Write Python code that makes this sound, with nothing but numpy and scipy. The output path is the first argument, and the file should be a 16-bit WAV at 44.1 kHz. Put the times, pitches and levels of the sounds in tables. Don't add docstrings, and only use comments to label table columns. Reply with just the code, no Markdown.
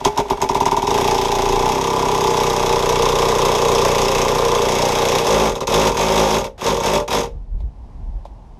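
import sys
import numpy as np
from scipy import signal
from scipy.fft import rfft, irfft
from scipy.io import wavfile
from scipy.ndimage import uniform_filter1d

SR = 44100
rng = np.random.default_rng(int(sys.argv[2]) if len(sys.argv) > 2 else 0)


def unload_audio(sound):
    columns = np.transpose(np.atleast_2d(sound))
    steps = np.round(np.clip(columns, -1, 1) * 32767)
    wavfile.write(sys.argv[1], SR, steps.astype(np.int16))


def magnitude_from_level(level_db):
    exponent = np.asarray(level_db, float) / 20
    return 10 ** exponent


N = 378819

# [t/s, level/dB]
SLOW_BLOWS = [(0.0492, -10), (0.1752, -11), (0.3002, -15), (0.4164, -12.5), (0.4899, -15.5),
              (0.5463, -13.5), (0.603, -15), (0.6555, -12), (0.7125, -14), (0.7663, -15.5), (0.821, -17.5)]
# [t/s, blows struck so far]
STEADY_RUN = [(0.8696, 0), (0.9774, 3), (1.076, 6), (1.592, 21), (1.6894, 24), (2.0531, 36), (2.2393, 42),
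              (2.6276, 54), (3.3178, 75), (3.9153, 93), (4.5164, 111), (4.6188, 114), (5.1188, 129),
              (5.184, 131)]
# [t/s, level/dB, extra share reaching the jack/dB]
TICKS = [(0.005, -26, 3.5), (0.042, -20, -10), (0.124, -34, 4), (0.1606, -25.5, 4), (0.248, -40, 13),
         (0.284, -26, 0), (0.373, -26, 1), (0.4035, -23.5, 4), (0.464, -29, -24), (0.533, -22, -16),
         (6.58, -49, 7)]
# [t/s, height 0-1, ground thud/dB, sill tilt/dB per octave, sill boom/dB]
JACK_RISE = [(0, 0, 6, -1.5, 2), (.8, 0, 2.5, 6.5, 14), (.93, 0.18, 0, -7, -17), (1.55, 0.17, 13, -9, -13),
             (1.95, 0.26, -19, 7, -2.5), (2.4, 0.31, 2, 0, -3), (3, 0.48, 1, 2, -13), (3.6, 0.57, 0, 4, -4),
             (4.1, 0.68, 6, -0.5, -6.5), (4.55, 0.51, -1, 8.5, -3), (4.7, 0.8, 4, -15, -8),
             (5, 0.65, 2, -6, -19), (5.4, 0.73, -0.5, 3.5, -4), (6.1, 0.84, -2, -3, -8.5),
             (7.3, 0.84, 0.5, -2.5, -3)]
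# [f/Hz, t60/s, level low/dB, level half up/dB, level high/dB]
BODY_MODES = [(32.4, 0.068, -17.5, -6, -18.5), (53, 0.15, -16, -9.5, -10), (104, 0.04, -6.5, -5, -2.5),
              (151.6, 0.11, -9.5, -8, -5.5), (218.7, 0.16, -16, -15.5, -5.5),
              (267.6, 0.18, -9.5, -16, -10.5), (329.3, 0.055, -11.5, -9, -10), (383, 0.12, -2, -3, -2.5),
              (414.3, 0.35, -8, -4.5, -13.5), (467.7, 0.41, -17, -0.5, -8.5), (534.6, 0.28, -39, -8, -6),
              (588, 0.26, -25.5, -12, -5.5), (650, 0.056, -8, -28.5, -37), (732, 0.077, -5.5, -30, -34),
              (809, 0.17, -5.5, -8.5, -8.5), (867, 0.27, -5, -4, -16), (924.3, 0.11, -1.5, -16.5, 8.5),
              (960, 0.015, 1.5, -28.5, -34), (963.5, 0.063, -5, 0.5, -15.5), (1006.5, 0.088, -1, -3, -5),
              (1055, 0.12, -22.5, -4, -7), (1144, 0.075, -10, -7.5, -8), (1192, 0.081, -13, -6.5, -7.5),
              (1387, 0.086, -20.5, -21.5, -7)]
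# [f/Hz, width/Hz, level/dB]
STEEL_MODES = [(647, 295, 3.5), (1810, 900, -13), (2093, 250, -6.5), (2263, 21, -11.5), (2665, 310, -4.5),
               (2550, 42, -9.5), (3348, 310, -2), (3472, 60, -10), (3755, 220, -4.5), (4810, 130, -10.5),
               (5335, 480, -1.5), (5750, 60, -8.5), (6410, 460, -1.5), (6400, 210, -26), (7700, 300, -15),
               (10100, 920, -18.5), (11600, 1500, -11.5), (14300, 1800, -25)]
# [t/s, crack level/dB, extra push into the jack/dB]
EFFORT = [(.87, -19.5, -0.24), (1.2, -20, -1.2), (1.5, -22, 0.7), (1.9, -23, 2.5), (2.3, -21.5, -0.3),
          (3.1, -19.5, -0.5), (4.05, -18, -1), (4.5, -21.5, 1), (5.1, -17.5, -2.5), (5.4, -14, 1.3),
          (6.3, -18, 0), (6.7, -20, 1.5), (7.15, -15, -1.1)]
# [first blow t/s, let go t/s, stalled t/s, first gap longer by/s]
SQUEEZES = [
    (5.2166, 5.468, 5.63, .0105),
    (5.671, 5.862, 5.93, .0097),
    (5.9452, 6.35, 6.46, .0062),
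    (6.6113, 6.712, 6.78, .0122),
    (6.8017, 6.942, 7.01, .0155),
    (7.0784, 7.18, 7.24, .0097),
]
SQUEEZE_DB = [-21.5, -21, -21.5, -22, -21.5, -20.5]
# [t/s, peak level/dB]
GUSTS = [
    (7.27, -30),
    (7.364, -20),
    (7.552, -17.5),
    (7.634, -17.5),
    (7.816, -27.5),
    (7.974, -26.5),
    (8.03, -24),
    (8.092, -24.5),
    (8.156, -23),
    (8.31, -32),
]
# [t/s, level/dB]
TRAFFIC_LEVEL = [
    (7.35, -66.5),
    (7.538, -69),
    (7.894, -63.5),
    (8.59, -64),
]
# [f/Hz, level/dB]
TRAFFIC_COLOUR = [(53, -27.5), (90, 1), (368, -15), (561, -18), (891, -13), (1160, -25), (1280, -32),
                  (2340, -36.5), (4110, -41), (5440, -41.5), (7070, -47.5), (11000, -53), (14300, -70),
                  (22000, -120)]
# [t/s, click level/dB, hollow level/dB]
GRIP_KNOCKS = [
    (7.575, -59, -65),
    (7.588, -58, -65),
    (7.603, -46, -51),
    (8.2518, -40, -39),
]
# [f/Hz, t60/s, level/dB]
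GRIP_MODES = [(567, 0.046, 3.5), (705, 0.029, 3), (867, 0.033, 2.5), (1030, 0.045, -3), (1330, .03, -14)]

SCATTER_DB = 1
REBOUND_T60_S = 0.023
SILL_BOTTOM_HZ = 700


def ring(x, hz, t60):
    pole = np.exp(2j * np.pi * hz / SR - np.log(1000) / (t60 * SR))
    return signal.lfilter([1], [1, -pole], x).imag


def band(x, hz, width_hz):
    return signal.lfilter(*signal.iirpeak(hz, hz / width_hz, fs=SR), x)


def fade(x, t60):
    return signal.lfilter([1], [1, -np.exp(-np.log(1000) / (t60 * SR))], x)


def spikes(times, sizes):
    return np.bincount((times * SR).astype(int), sizes, N)[:N]


def curve(rows):
    return magnitude_from_level(np.interp(np.arange(N) / SR, *np.transpose(rows)))


def unit(x):
    return x / np.sqrt(np.mean(x ** 2))


def motor():
    creep_db, part_db, loaded_db, full_db, wake_db = -44, -38, -29.5, -28.5, -45.5
    spin_up_s, spin_down_db_per_s = 0.034, -250
    standstill_s, wake_s = .23, .033
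    rows = [(0, creep_db), (SLOW_BLOWS[3][0], creep_db)]
    rows += [(STEADY_RUN[1][0], part_db), (STEADY_RUN[-1][0], loaded_db)]
    next_squeezes = [*SQUEEZES[1:], (N / SR,)]
    for (start, let_go, *_), (after, *_) in zip(SQUEEZES, next_squeezes):
        rows += [(start + spin_up_s, full_db), (let_go, full_db)]
        wake = after - wake_s * (after - let_go > standstill_s)
        rows += [(wake, full_db + spin_down_db_per_s * (wake - let_go))]
        if wake < after < N / SR:
            rows += [(wake + 1 / SR, wake_db)]
    return curve(rows)


def blows():
    lug_db = 0.2
    fast_scatter_db = 3
    slow_s, slow_db = np.transpose(SLOW_BLOWS)

    at, struck = np.transpose(STEADY_RUN)
    number = np.arange(struck[-1] + 1)
    run_s = np.interp(number, struck, at)
    run_db = np.interp(run_s, *np.transpose(EFFORT)[:2]) + lug_db * (-1) ** number
    run_db = run_db + SCATTER_DB * rng.standard_normal(len(number))

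    bursts = [squeeze(*row) for row in SQUEEZES]
    fast_s = np.concatenate([s for s, db in bursts])
    fast_db = np.concatenate([db for s, db in bursts])
    which = np.searchsorted(np.transpose(SQUEEZES)[0], fast_s, "right") - 1
    fast_db = fast_db + np.take(SQUEEZE_DB, which)
    chance = rng.standard_normal(N // 400)[(fast_s * SR / 400).astype(int)]
    fast_db = fast_db + fast_scatter_db * chance
    return np.r_[slow_s, run_s, fast_s], np.r_[slow_db - 7, run_db, fast_db]


def steel(hard, light):
    crack_s, crack_db, rattle_t60_s, contact_s = 0.00098, 0.5, 0.066, .0012
    grain_db, colour_scatter_db = 1, 1.6
    treble_damping, gear_tilt_db, light_tilt_db = 0.11, -3, -3
    grains = magnitude_from_level(grain_db * np.repeat(rng.standard_normal(N // 40 + 1), 40)[:N])
    gears = motor()
    out = 0
    for hz, width_hz, db in STEEL_MODES:
        pitch = hz / 4000
        octaves = np.log2(pitch)
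        short = pitch ** -treble_damping
        colour = magnitude_from_level(colour_scatter_db * np.repeat(rng.standard_normal(N // 400 + 1), 400)[:N])
        blow = hard * colour
        knock = light * colour * magnitude_from_level(light_tilt_db * octaves)
        crack = fade((magnitude_from_level(crack_db) * (blow + knock)) ** 2, crack_s * np.log(1000))
        rattle = fade(blow ** 2, rattle_t60_s * short)
        clicks = fade(knock ** 2, REBOUND_T60_S * short)
        power = np.abs(uniform_filter1d(crack + rattle + clicks, size=int(contact_s * SR)))
        hiss = gears * magnitude_from_level(gear_tilt_db * octaves)
        push = np.sqrt(power * grains ** 2 + hiss ** 2)
        level = magnitude_from_level(db) * np.sqrt(SR / width_hz / 20)
        out = out + level * band(push * rng.standard_normal(N), hz, width_hz)
    return out


def body(times, db):
    travel_s, screw_play_s, joint_play_s = .009, .00013, .00012
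    load_low_db, load_high_db, sill_db, body_scatter_db = 4, -1.5, -3, 1.7
    sill_centre_hz, boom_t60_s, longest_t60_s = 940, .06, .24
    ground_top_hz, arms_hz, shake_db = 45, 300, -29

    s, *columns = np.transpose(JACK_RISE)
    height, ground_db, tilt_db, boom_db = (np.interp(times, s, c) for c in columns)
    load_db = load_low_db + (load_high_db - load_low_db) * height
    load_db = load_db + np.interp(times, *np.transpose(EFFORT)[::2])
    slot = (times * SR / 100).astype(int)
    chance = rng.standard_normal((N // 100, len(BODY_MODES), 2))[slot]
    to_arrival = np.arange(-travel_s * SR, travel_s * SR / 4) / SR
    climb = np.minimum(1 + to_arrival / travel_s, 1 - 4 * to_arrival / travel_s) ** 1.1
    shake = magnitude_from_level(shake_db) * motor() * rng.standard_normal(N)
    raised = np.interp(np.arange(N) / SR, s, columns[0])
    out = 0
    for k, (hz, t60, *by_height) in enumerate(BODY_MODES):
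        scatter_db = body_scatter_db * min(hz / 600, 1) * chance[:, k, 0]
        if hz < ground_top_hz:
            part_db = ground_db
        elif hz <= SILL_BOTTOM_HZ:
            part_db = 0
        elif t60 < boom_t60_s:
            part_db = sill_db + boom_db
        else:
            part_db = sill_db + tilt_db * np.log2(hz / sill_centre_hz)
        mode_db = np.interp(height, [0, .5, 1], by_height)
        size = magnitude_from_level(db + load_db + part_db + mode_db + scatter_db)
        play_s = screw_play_s * chance[:, 0, 1] + joint_play_s * chance[:, k, 1]
        hit = spikes(np.abs(times + play_s), size)
        if arms_hz < hz < SILL_BOTTOM_HZ:
            hit = hit + shake * np.interp(raised, [0, .5, 1], magnitude_from_level(np.array(by_height)))
        swell = climb * np.cos(2 * np.pi * hz * to_arrival) / climb.sum()
        side = 1 if hz > SILL_BOTTOM_HZ else (-1) ** k
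        push = signal.oaconvolve(hit, swell)[:N]
        out = out + side * ring(push, hz, min(t60, longest_t60_s))
    return magnitude_from_level(11.5) * out


def driver():
    rebound_s, rebound_spread_s, rebound_db, rebound_body_db = .0245, .0006, -8.5, -8.5
    s, db = blows()
    chance = rng.standard_normal((2, N // 100))[:, (s * SR / 100).astype(int)]
    back_s = s + rebound_s + rebound_spread_s * chance[0]
    back_db = db + SCATTER_DB * chance[1]
    tick_s, tick_db, share_db = np.transpose(TICKS)
    tick_db = tick_db - 10.5
    light = spikes(back_s, magnitude_from_level(back_db + rebound_db)) + spikes(tick_s, magnitude_from_level(tick_db))
    push_db = uniform_filter1d(db, size=3, mode="nearest")
    knocks_db = np.r_[push_db, push_db + rebound_body_db, tick_db + share_db]
    return steel(spikes(s, magnitude_from_level(db)), light) + body(np.r_[s, back_s, tick_s], knocks_db)


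def squeeze(start, let_go, stalled, lag):
    full_gap_s, catch_up, coast_s, coast_growth = .0185, .3, .0032, 2.2
    weak_db_per_s, coast_db_per_s, weakest_db = -450, -280, -4.5
    s, extra = [start], [lag]
    while s[-1] + full_gap_s + extra[-1] < stalled:
        s.append(s[-1] + full_gap_s + extra[-1])
        if s[-1] > let_go:
            extra.append(coast_s)
            coast_s *= coast_growth
        else:
            extra.append(extra[-1] * catch_up)
    slope = np.where(np.array(s) > let_go, coast_db_per_s, weak_db_per_s)
    return s, np.maximum(slope * extra, weakest_db)


def wind():
    rumble_hz, width_hz, calm_db = 39.8, 16, -41
    rise_db_per_s, fall_db_per_s = 196, 172
    gust = band(band(rng.standard_normal(N), rumble_hz, width_hz), rumble_hz, 3 * width_hz)
    t = np.arange(N) / SR
    db = np.full(N, float(calm_db))
    for s, peak_db in GUSTS:
        below_peak_db = np.maximum(rise_db_per_s * (s - t), fall_db_per_s * (t - s))
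        db = np.maximum(db, peak_db - below_peak_db)
    return unit(gust) * magnitude_from_level(db)


def traffic():
    hz, db = np.transpose(TRAFFIC_COLOUR)
    f = np.arange(N // 2 + 1) * SR / N + 1
    colour = magnitude_from_level(np.interp(np.log(f), np.log(hz), db))
    hum = irfft(rfft(rng.standard_normal(N)) * colour, N)
    return unit(hum) * curve(TRAFFIC_LEVEL) * magnitude_from_level(19.0)


def grip():
    click_hz, click_t60_s, push_s = 3400, 0.11, 0.00092
    s, click_db, hollow_db = np.transpose(GRIP_KNOCKS)
    click = fade(spikes(s, magnitude_from_level(click_db)), click_t60_s) * rng.standard_normal(N)
    knock = spikes(s, magnitude_from_level(hollow_db))
    hollow = 0
    for k, (hz, t60, db) in enumerate(GRIP_MODES):
        hollow = hollow + (-1) ** k * magnitude_from_level(db) * ring(knock, hz, t60)
    hollow = band(band(hollow, 800, 1 / push_s), 830, 1 / push_s)
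    scuff = band(click, click_hz, 900)
    scuff = scuff + magnitude_from_level(-29.0) * band(click, 5700, 1500) + magnitude_from_level(-2.0) * band(click, 2400, 500)
    return magnitude_from_level(9.0) * hollow + scuff


def scene():
    return (driver() + wind() + traffic() + grip())[None]


def low_pass(x):
    return signal.sosfilt(signal.butter(12, 16270, fs=SR, output="sos"), x)


def record(dry):
    limit = .9
    rounded = limit * np.tanh(dry / limit)
    low_cut = signal.butter(2, 16, "highpass", fs=SR, output="sos")
    high_cut = signal.cheby2(8, 45, 16000, fs=SR, output="sos")
    mix = signal.sosfilt(high_cut, signal.sosfilt(low_cut, rounded))
    return low_pass(mix)


dry = scene()
out = record(dry)
unload_audio(out)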